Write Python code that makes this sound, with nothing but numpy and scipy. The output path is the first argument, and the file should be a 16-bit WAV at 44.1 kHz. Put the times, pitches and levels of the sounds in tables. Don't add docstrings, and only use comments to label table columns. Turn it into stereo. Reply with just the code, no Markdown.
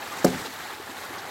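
import sys
import numpy as np
from scipy import signal
from scipy.fft import rfft, irfft
from scipy.io import wavfile
from scipy.ndimage import uniform_filter1d

SR = 44100
rng = np.random.default_rng(int(sys.argv[2]) if len(sys.argv) > 2 else 0)


def transcribe(u):
    v = np.clip(np.atleast_2d(u).T, -1, 1)
    q = np.round(v * 32767).astype(np.int16)
    wavfile.write(sys.argv[1], SR, q)


N = 57330

# time in seconds, gain of the babble in dB.
FLOW_LEVEL = [(0, 0), (.13, 0.5), (.23, 1.5), (.36, 4.5), (.46, 1), (.52, -2.5), (.6, 1), (.68, -2),
              (.71, 2), (.76, -4), (.81, -2.5), (.9, -2), (1.02, -0.5), (1.08, -0.5), (1.16, 1.5),
              (1.24, 1), (1.3, -0.5)]
# time in seconds, gain in dB.
FIZZ_LEVEL = [(0, 0.5), (.2, 1.5), (.46, 2.5), (.54, 1.5), (.7, -.5), (.77, -2), (.9, -1.5), (1.05, 0),
              (1.19, -1), (1.3, -2)]
# time in seconds, added left minus right in dB.
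FIZZ_PAN = [(0, 1.5), (.45, 0.5), (.6, 3.7), (.9, 4.2), (1.3, 4.2)]
# frequency in Hz, relative spectral density in dB.
WATER_SPECTRUM = [(25, -36), (50, -21), (90, -6.5), (130, -10.5), (200, -11), (270, -5.5), (410, -5.5),
                  (590, -8), (760, -3.5), (850, -0.5), (950, -4.5), (1250, -3), (1750, -1.5), (2700, -11),
                  (4100, -10), (5200, -15.5), (7900, -16), (9400, -22), (12000, -18.5), (16000, -24.5)]
# frequency in Hz, left minus right in dB.
WATER_BALANCE = [(100, 1.5), (500, 3.5), (1200, 3), (1550, 2.5), (2400, -1.5), (4500, -4), (7700, -7),
                 (9500, 1.5), (12000, 2), (15000, -3)]
# frequency in Hz, correlation from -1 to 1.
STEREO_CORRELATION = [(100, .9), (800, 0.77), (1150, 0.42), (1550, -0.24), (2300, 0.21), (6000, -0.11)]
# start in seconds, initial pitch in Hz, level in dB, T60 in seconds.
GURGLE_BUBBLES = [(.015, 868, -37, 0.15), (.018, 1680, -32, 0.071), (.12, 1182, -26, 0.078),
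                  (0.451, 430, -32.5, 0.068), (.455, 880, -31, 0.066), (0.475, 256, -38, 0.14),
                  (0.633, 340, -37, 0.034), (.653, 826, -29, 0.031), (.698, 808, -33.5, 0.041),
                  (.734, 840, -29.5, 0.023), (.799, 395, -27.5, 0.043), (.892, 268, -34.5, 0.1),
                  (.96, 860, -35, 0.093), (1.052, 1434, -35, 0.12), (1.106, 349, -29, 0.039),
                  (1.162, 1127, -29, 0.041), (1.169, 197, -42, 0.074), (1.272, 830, -36, 0.2)]
# peak time in seconds, centre in Hz, level in dB, width in seconds.
SPLASH_BURSTS = [(0.026, 2240, -37, 0.011), (.193, 6200, -39, 0.018), (0.462, 3840, -35.5, 0.015),
                 (.635, 4570, -45, 0.017), (0.706, 1400, -37, 0.015), (0.897, 844, -38, 0.012),
                 (1.003, 7240, -47, .025), (1.194, 4400, -40.5, 0.023), (1.284, 550, -42, 0.019)]
# frequency in Hz, relative spectral density in dB.
HISS_SPECTRUM = [(500, 1.5), (2500, -16), (3500, 3), (4150, 0.5), (5000, 1.5), (8300, -2.5), (10000, -7.5),
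                 (16000, -14)]
# time in seconds, level in dB.
HISS_ENVELOPE = [(.24, -75), (.27, -35), (.33, -41.5), (.42, -41), (.463, -49), (.48, -55), (.54, -66)]
# frequency in Hz, relative spectral density in dB.
CLATTER_SPECTRUM = [(150, -22), (400, -2), (750, -2), (1300, -7), (2200, -7), (5000, -35), (12000, -40)]
# frequency in Hz, relative spectral density in dB.
CRUNCH_SPECTRUM = [(60, -25), (400, 4), (900, 0), (1700, 8.5), (2700, -7), (4000, 2.5), (7400, 4.5),
                   (9200, -2), (11000, 3), (15500, -7)]
# frequency in Hz, left minus right in dB.
CRUNCH_PAN = [(800, 19), (2500, -2), (5500, -4.5), (8000, -12), (10000, 8), (15000, -9)]
# frequency in Hz, relative spectral density in dB.
RATTLE_SPECTRUM = [(25, -22), (60, 1), (180, 11.5), (290, 5.5), (500, 8), (800, -0.5), (1200, -36),
                   (4000, -24)]
# start in seconds, strength in dB.
CONTACTS = [(.2438, 0), (.2505, -2.1)]
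# frequency in Hz, level in dB, T60 in seconds.
SLUICE_MODES = [(63, -35, .41), (112, -32.5, .19), (180, -18.2, .2), (221, -17, .44), (256, -20.6, .37),
                (346, -12, .09), (388, -17.5, .2), (424, -23, .16), (526, -10, .32), (605, -6.9, .015),
                (720, -19.7, .1), (835, -23.5, .14), (1222, -28, .075)]

BUBBLES_PER_S, BUBBLE_CYCLES, BUBBLE_SPREAD_DB = 3000, 37.5, 2.5
BUBBLE_RISE = 0.056
KNOCK_PAN_DB, CONTACT_RISE_S = 4, 0.00017


def undb(db):
    return 10 ** (np.asarray(db) / 20)


def unit(x):
    return x / np.sqrt(np.mean(x ** 2))


def curve(rows):
    return np.interp(np.arange(N) / SR, *np.array(rows).T)


def bin_hz():
    return np.maximum(np.arange(N // 2 + 1) * SR / N, 1)


def across(rows):
    hz, value = np.array(rows).T
    return np.interp(np.log(bin_hz()), np.log(hz), value)


def colour(x, rows):
    return unit(irfft(rfft(x) * undb(across(rows)), N))


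def pan(db):
    return undb(np.array([np.atleast_1d(db), -np.atleast_1d(db)]) / 2)


def spread(pair):
    correlation = across(STEREO_CORRELATION)
    mid, side = rfft(pair) * np.sqrt([1 + correlation, 1 - correlation])
    return irfft(np.array([mid + side, mid - side]), N)


def stereo_noise():
    return spread(rng.standard_normal((2, N)))


def flicker(hz):
    width = int(SR / hz)
    return unit(uniform_filter1d(uniform_filter1d(rng.standard_normal(N), width), width))


def fade(age, t60):
    return np.exp(-np.log(1000) * np.maximum(age, 0) / t60)


def since(start):
    return np.maximum(np.arange(N) / SR - start, 0)


def bubble(age, hz, t60):
    return np.sin(2 * np.pi * hz * age * (1 + BUBBLE_RISE * age / t60 / 2)) * fade(age, t60)


def bubble_stream():
    stream = np.zeros(N)
    for when, smallness, force, ring in rng.random((int(BUBBLES_PER_S * N / SR), 4)):
        hz = (14 + 112 * smallness) ** 2
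        t60 = BUBBLE_CYCLES * (.5 + ring) / hz
        start = int(when * N)
        age = np.arange(min(int(t60 * SR), N - start)) / SR
        strength = undb(-BUBBLE_SPREAD_DB * np.log(1 - .98 * force))
        stream[start:start + len(age)] += strength * hz ** .75 * bubble(age, hz, t60)
    return unit(stream)


def water(level_db=-35, spray_db=3, flicker_db=0.93, crossover_hz=2450):
    spray = rng.standard_normal((2, N)) * undb(spray_db)
    bubbles = np.array([bubble_stream(), bubble_stream()])
    stream = spread(bubbles + spray) * undb(flicker_db * flicker(hz=45))
    spectrum = rfft(colour(stream, WATER_SPECTRUM)) * pan(across(WATER_BALANCE))
    lowpass = 1 / (1 + (bin_hz() / crossover_hz) ** 4)
    babble = irfft(spectrum * lowpass, N) * undb(curve(FLOW_LEVEL))
    fizz = irfft(spectrum * (1 - lowpass), N) * undb(curve(FIZZ_LEVEL)) * pan(curve(FIZZ_PAN))
    return undb(level_db) * (babble + fizz)


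def gurgles(rise_s=0.0022):
    sound = 0
    for start, hz, db, t60 in GURGLE_BUBBLES:
        age = since(start)
        sound += undb(db) * bubble(age, hz, t60) * np.minimum(age / rise_s, 1)
    return sound * pan(db=3)


def splashes(width_octaves=0.45):
    sound = 0
    for peak_s, hz, db, width_s in SPLASH_BURSTS:
        band = np.exp(-.5 * (np.log2(bin_hz() / hz) / width_octaves) ** 2)
        drops = unit(irfft(rfft(stereo_noise()) * band, N))
        envelope = np.exp(-2 * ((np.arange(N) / SR - peak_s) / width_s) ** 2)
        sound += drops * undb(db) * envelope
    return sound


def hiss(grain_db=2.2):
    grains = rng.standard_normal((2, N)) * undb(grain_db * flicker(hz=300))
    return colour(grains, HISS_SPECTRUM) * undb(curve(HISS_ENVELOPE)) * pan(db=-4.5)


def clatter(start_s=.262, level_db=-24, rise_s=.002):
    age = since(start_s)
    stones = colour(stereo_noise(), CLATTER_SPECTRUM) * undb(level_db)
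    return stones * np.minimum(age / rise_s, 1) * fade(age, t60=.07) * pan(KNOCK_PAN_DB)


def crunch(start_s=.2445, level_db=-19.5, grain_db=2, hold_s=0.0032):
    age = since(start_s)
    grit = colour(stereo_noise(), CRUNCH_SPECTRUM) * undb(level_db + grain_db * flicker(hz=1220))
    burst = grit * (1 - np.exp(-age / CONTACT_RISE_S)) * fade(age - hold_s, t60=0.045)
    return irfft(rfft(burst) * pan(across(CRUNCH_PAN)), N)


def rattle(level_db=-28.5, rise_s=0.0064):
    age = since(CONTACTS[0][0])
    shaking = colour(stereo_noise(), RATTLE_SPECTRUM) * undb(level_db)
    return shaking * np.minimum(age / rise_s, 1) * fade(age, t60=0.63) * pan(KNOCK_PAN_DB)


def knock():
    ring = 0
    for start, contact_db in CONTACTS:
        age = since(start)
        onset = undb(contact_db) * (1 - np.exp(-age / CONTACT_RISE_S))
        for k, (hz, db, t60) in enumerate(SLUICE_MODES):
            mode = undb(db) * np.sin(2 * np.pi * hz * age) * fade(age, t60)
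            ring += (-1) ** k * onset * mode
    return ring * pan(KNOCK_PAN_DB)


def scene():
    return water() + gurgles() + splashes() + hiss() + clatter() + crunch() + rattle() + knock()


def record(dry):
    cutoff_hz = 15900
    return signal.sosfilt(signal.ellip(10, .2, 80, cutoff_hz, fs=SR, output="sos"), dry)


dry = scene()
out = record(dry)
transcribe(out)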